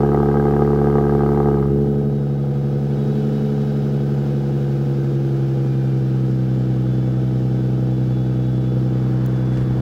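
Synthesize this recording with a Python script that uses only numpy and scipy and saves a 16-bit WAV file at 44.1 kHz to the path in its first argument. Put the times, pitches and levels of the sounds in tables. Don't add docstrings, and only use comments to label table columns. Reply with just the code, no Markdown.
import sys
import numpy as np
from scipy import signal
from scipy.fft import rfft, irfft, next_fast_len
from scipy.io import wavfile
from scipy.ndimage import uniform_filter1d

SR = 44100
rng = np.random.default_rng(int(sys.argv[2]) if len(sys.argv) > 2 else 0)


def generate_wav(sig):
    pcm = np.round(np.clip(np.atleast_2d(sig).T, -1, 1) * 32767).astype(np.int16)
    wavfile.write(sys.argv[1], SR, pcm)


N = 432621
TIME = np.arange(N) / SR
IDLE_HZ, FAST_IDLE_HZ = 64, 71

# time in seconds, firings per second.
REVS = [(0.0, 71.14), (0.7, 71.98), (1.0, 71.47), (1.4, 71.66), (1.65, 70.7), (1.85, 71.14), (2.5, 69.58),
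        (2.9, 69.91), (3.3, 71.14), (4.1, 69.82), (4.5, 69.5), (5.3, 68.15), (6.5, 64.5), (6.9, 63.85),
        (7.7, 64.11), (8.5, 63.5), (8.9, 63.99), (9.81, 63.58)]

def engine_state():
    speed = np.interp(TIME, *np.transpose(REVS))
    hard = 1 - ramp(1.525, 1.736)
    load = 1 - ramp(1.73, 2.27)
    shut = ramp(1.27, 2.1) - ramp(2.35, 3.14)
    return speed, hard, load, shut


# multiple of the firing rate, level in dB.
COLD_DRONE = [(1, -28), (2, -19.9), (3, -22), (4, -30.3), (5, -24.5), (6, -22.5)]
# centre in Hz, width in Hz, peak level in dB.
STANDING_WAVES = [(62.3, 4.3, -33.5), (69.7, 3, -41.5), (131.3, 34.7, -18.5), (194.1, 16, -27),
                  (214.9, 13.2, -22.5), (248.8, 42.4, -34), (290, 16, -31.5), (322.5, 31.8, -31),
                  (340.3, 18, -29.5), (403, 31.9, -40.5), (425.2, 11.3, -30)]

def exhaust_drone(firing, waver_db=0.15, waver_hz=25, sag_db=-3, shut_db=-2):
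    speed, _, load, shut = engine_state()
    centre, width, peak_db = np.transpose(STANDING_WAVES)[:, :, None]
    hz = np.arange(50, 450, .25)
    pipes_db = 10 * np.log10(np.sum((gain_of(peak_db) * resonance(hz, centre, width)) ** 2, 0))
    early = 1 - ramp(1.55, 1.76)
    sag = np.sin(np.pi * early)
    out = np.zeros(N)
    for k, (_, cold_db) in enumerate(COLD_DRONE, 1):
        upper = k > 2
        warm_db = np.interp(k * speed, hz, pipes_db) + shut_db * shut * upper
        db = load * cold_db + (1 - load) * warm_db + sag_db * sag * upper
        lead = early * upper * (k + 6) / 11 - (k != 2) / 3
        out += gain_of(db + waver_db * wander(TIME * waver_hz)) * np.cos(2 * np.pi * (k * firing + lead))
    return np.sqrt(2) * out


# frequency in Hz, relative level in dB.
PUFF_EQ = [(100, -10), (300, -7), (550, -2), (1200, 3), (2000, 5), (5000, 5)]

def blowdowns(firing, cylinder_db, lag, modes, pulse_db, puff_db, puff_firings, leak, uneven_db):
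    size, cylinders = 4096, 6
    order = np.arange(size // 16)
    cycle = np.arange(size) * cylinders / size
    strength = unit_rms(gain_of(cylinder_db))
    opens = np.arange(cylinders) + lag
    harmonics = strength @ np.exp(-2j * np.pi * np.outer(opens, order) / cylinders)
    harmonics[(order % cylinders == 0) & (order <= cylinders ** 2)] = 0
    pulses = unit_rms(np.interp(firing, cycle, irfft(harmonics, size), period=cylinders))
    flow = strength ** 2 @ np.exp(-((cycle - opens[:, None]) % cylinders) / puff_firings)
    puffs = unit_rms((leak + np.interp(firing, cycle, flow, period=cylinders)) * noise(PUFF_EQ))
    blows = (gain_of(pulse_db) * pulses + gain_of(puff_db) * puffs) * gain_of(uneven_db * wander(firing))
    centre, width, mode_db = modes
    hz = abs(np.fft.fftfreq(size, 1 / SR))
    pipe_power = gain_of(mode_db) ** 2 @ resonance(hz, centre[:, None], width[:, None]) ** 2
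    return signal.oaconvolve(blows, minimum_phase(np.sqrt(pipe_power)))[:N]


# cold relative level in dB, cold valve lag in firings,
# warm relative level in dB, warm valve lag in firings.
CYLINDERS = [(.5, .72, -2.2, .2), (-2, .76, .4, .12), (2, .72, .4, .21), (-1.7, .71, -3.2, .21),
             (2.4, .73, 1.8, .23), (-3.4, .74, -.7, .22)]
# centre in Hz, width in Hz, cold gain in dB, warm gain in dB.
PIPE_MODES = [(126.7, 38.5, -34, -34), (152, 23, -58, -38), (222.8, 14.5, -30.5, -33.5),
              (333, 35.4, -34, -40.5), (422.4, 123, -35.5, -46), (492.9, 47.3, -50.5, -44),
              (639.3, 10, -54.5, -50), (727, 86, -43, -63.5), (801, 93, -42.5, -58), (947, 100, -51.5, -73),
              (1173, 130, -52, -74.5), (1265, 98, -50, -69.5), (1480, 76, -63.5, -72),
              (1588, 120, -57, -78.5), (1967, 340, -71, -85.5)]

def exhaust_beat(firing, idle_db=-1.5, hard_db=-1.25, load_db=3.5, db_per_hz=0.18, pull_db=0.43):
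    speed, hard, load, _ = engine_state()
    cold_db, cold_lag, warm_db, warm_lag = np.transpose(CYLINDERS)
    centre, width, cold_ring_db, warm_ring_db = np.transpose(PIPE_MODES)
    valves = firing + .24
    cold = blowdowns(valves, cold_db, cold_lag, (centre, width, cold_ring_db),
                     pulse_db=23.5, puff_db=33, puff_firings=0.28, leak=0.063, uneven_db=1.4)
    warm = blowdowns(valves, warm_db, warm_lag, (centre, width, warm_ring_db),
                     pulse_db=25, puff_db=35, puff_firings=0.22, leak=0.37, uneven_db=0.1)
    pull = uniform_filter1d(np.gradient(speed) * SR, round(0.91 * SR))
    cold_share = np.interp(hard, [0, 1], [.07, .87])
    db = idle_db + hard_db * hard + load_db * load + db_per_hz * (speed - IDLE_HZ) + pull_db * pull
    return gain_of(db) * (cold_share * cold + (1 - cold_share) * warm)


# multiple of the firing rate, level in dB at a soft fast idle.
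BUZZ_PARTIALS = [(7, -35), (9, -50.5), (10.5, -47), (11, -50), (12, -52), (14, -60.5), (18, -60)]

def pipe_buzz(firing, db_per_hz=1.85, hard_db=-9, shimmer_db=1.0, shimmer_hz=12):
    speed, hard, _, _ = engine_state()
    partials = sum(gain_of(db + shimmer_db * wander(TIME * shimmer_hz)) * np.cos(2 * np.pi * k * firing)
                   for k, db in BUZZ_PARTIALS)
    return np.sqrt(2) * gain_of(db_per_hz * (speed - FAST_IDLE_HZ) + hard_db * hard) * partials


# frequency in Hz, relative level in dB.
BAY_EQ = [(30, -8.5), (90, 6), (300, 27.5), (950, 3.5), (1500, 7.5), (2100, -3), (2800, -2.5), (4000, -5),
          (5200, -7), (7000, -15), (10000, -25.5), (16000, -36.5)]

def bay_hiss(firing, idle_db=-55, db_per_hz=0.2834, load_db=-2.5, shut_db=-5.5, flutter_db=0.54):
    speed, _, load, shut = engine_state()
    db = idle_db + db_per_hz * (speed - IDLE_HZ) + load_db * load + shut_db * shut
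    return gain_of(db + flutter_db * wander(2 * firing)) * underbody(noise(BAY_EQ, (2500, 7000)))


def underbody(x, echo_db=-17, shortest_s=.0011, longest_s=.014, count=10):
    delays = rng.uniform(shortest_s, longest_s, count)
    echoes = sum((-1) ** k * np.roll(x, round(s * SR)) for k, s in enumerate(delays))
    echo_gain = gain_of(echo_db)
    return (x + echo_gain * echoes) / np.sqrt(1 + count * echo_gain ** 2)


# frequency in Hz, relative level in dB.
GAS_EQ = [(2000, -25.5), (5000, -4.5), (8000, 1), (11000, 1.5), (13500, 2.5), (15600, 4)]

def tailpipe_hiss(firing, idle_db=-68, db_per_hz=0.38, load_db=2, shut_db=-3, flutter_db=0.7):
    speed, _, load, shut = engine_state()
    db = idle_db + db_per_hz * (speed - IDLE_HZ) + load_db * load + shut_db * shut
    return gain_of(db + flutter_db * wander(2 * firing)) * noise(GAS_EQ, (9000, 15000))


# multiple of the tooth rate, base level in dB.
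CHAIN_PARTIALS = [(5, -70.5), (6, -72), (7, -73.5), (8, -72), (9, -70.5), (10, -76.5), (12, -75),
                  (13, -77.5), (14, -78)]
# centre in Hz, width in Hz, boost in dB.
COVER_MODES = [(2400, 60, 10), (2905, 35, 5), (2988, 40, 11), (3070, 50, 5), (3345, 70, 5), (3434, 50, 11),
               (3812, 80, 9), (4272, 40, 5), (5060, 130, 6), (5378, 30, 7)]

def timing_chain(firing, teeth_per_firing=6, load_db=-9.5, shut_db=-3,
                 flicker_db=2.0, flicker_hz=16, slack_rad=0.38, slack_hz=25):
    speed, _, load, shut = engine_state()
    hz = np.arange(1500, 6500, 4)
    cover_db = sum(boost_db * resonance(hz, centre, width) for centre, width, boost_db in COVER_MODES)
    out = np.zeros(N)
    for multiple, db in CHAIN_PARTIALS:
        k = multiple * teeth_per_firing
        ring_db = np.interp(k * speed, hz, cover_db)
        phase = 2 * np.pi * k * firing + slack_rad * wander(TIME * slack_hz)
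        out += gain_of(db + ring_db + flicker_db * wander(TIME * flicker_hz)) * np.sin(phase)
    return np.sqrt(2) * gain_of(load_db * load + shut_db * shut) * out


# start in seconds, level in dB before the trim.
CLICK_CUES = [(9.2622, -14)]
# frequency in Hz, relative level in dB.
CLICK_EQ = [(1000, -23), (4000, -15), (6000, 1), (8500, -15), (11000, -4), (13500, -6), (15300, 3),
            (16800, -12)]

def click(decay_s=0.00086, trim_db=-19):
    burst = sum(gain_of(db) * (TIME >= s) * np.exp(-abs(TIME - s) / decay_s) for s, db in CLICK_CUES)
    return gain_of(trim_db) * burst * noise(CLICK_EQ)


# peak time in seconds, level in dB, half-width in seconds.
SCUFF_CUES = [(9.542, -50, 0.018), (9.578, -43, 0.0069), (9.613, -51, 0.021)]
# frequency in Hz, relative level in dB.
SCUFF_EQ = [(500, 0), (1500, 8), (3000, 1), (5000, -4), (8000, -13.5), (12000, -19), (16000, -24)]

def shoe_scuff(grit_db=3, grit_hz=400):
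    pressure = sum(gain_of(db) * np.exp(-.5 * ((TIME - s) / width) ** 2) for s, db, width in SCUFF_CUES)
    return pressure * gain_of(grit_db * wander(TIME * grit_hz)) * noise(SCUFF_EQ)


# frequency in Hz, relative level in dB.
RUSH_EQ = [(200, -2.5), (600, 6), (1100, 4), (1700, -1), (2500, -16), (5000, -25), (12000, -41.5)]
RUMBLE_EQ = [(15, -22.5), (35, -9.5), (52, -3.5), (80, -8.5), (200, -33), (600, -66)]

def rush_and_rumble(rush_db=-69, rush_rise_db=25.5, rumble_db=-58.5, load_db=7.5, rumble_rise_db=22.5):
    _, _, load, _ = engine_state()
    rush = gain_of(rush_db + rush_rise_db * ramp(8.45, 9.1)) * noise(RUSH_EQ)
    rumble = gain_of(rumble_db + load_db * load + rumble_rise_db * ramp(9.42, 9.56)) * noise(RUMBLE_EQ)
    return rush + rumble


def gain_of(db):
    return 10 ** (np.asarray(db) / 20)


def unit_rms(x):
    return x / np.sqrt(np.mean(x ** 2) + 1e-20)


def ramp(start_s, end_s):
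    return np.interp(TIME, [start_s, end_s], [0, 1])


def wander(position):
    return unit_rms(np.interp(position, np.arange(4096), rng.standard_normal(4096)))


def resonance(hz, centre, width):
    return 1 / (1 + (2 * (hz - centre) / width) ** 2)


def minimum_phase(gains):
    log_gain = np.log(np.maximum(gains, 1e-6))
    return np.fft.ifft(np.exp(np.conj(signal.hilbert(log_gain)))).real


def noise(eq, band_hz=(0, SR)):
    size = next_fast_len(N)
    hz = np.fft.rfftfreq(size, 1 / SR)
    eq_hz, eq_db = np.transpose(eq)
    spectrum = rfft(rng.standard_normal(size)) * gain_of(np.interp(np.log(hz + 1), np.log(eq_hz), eq_db))
    power = abs(spectrum) ** 2
    band_share = power[(hz >= band_hz[0]) & (hz < band_hz[1])].sum() / power.sum()
    return unit_rms(irfft(spectrum, size)[:N]) / np.sqrt(band_share)


def scene():
    speed, *_ = engine_state()
    firing = np.cumsum(speed) / SR + .084
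    exhaust = exhaust_drone(firing) + exhaust_beat(firing) + pipe_buzz(firing)
    engine = exhaust + bay_hiss(firing) + tailpipe_hiss(firing) + timing_chain(firing)
    return (engine + rush_and_rumble() + click() + shoe_scuff())[None]


def record(dry, fade_s=.004, cutoff_hz=15900):
    fade = np.minimum(np.minimum(TIME, TIME[::-1]) / fade_s, 1)
    high_cut = signal.firwin(511, cutoff_hz, window=("kaiser", 9), fs=SR)
    return signal.oaconvolve(dry * fade, high_cut[None], "same")


dry = scene()
out = record(dry)
generate_wav(out)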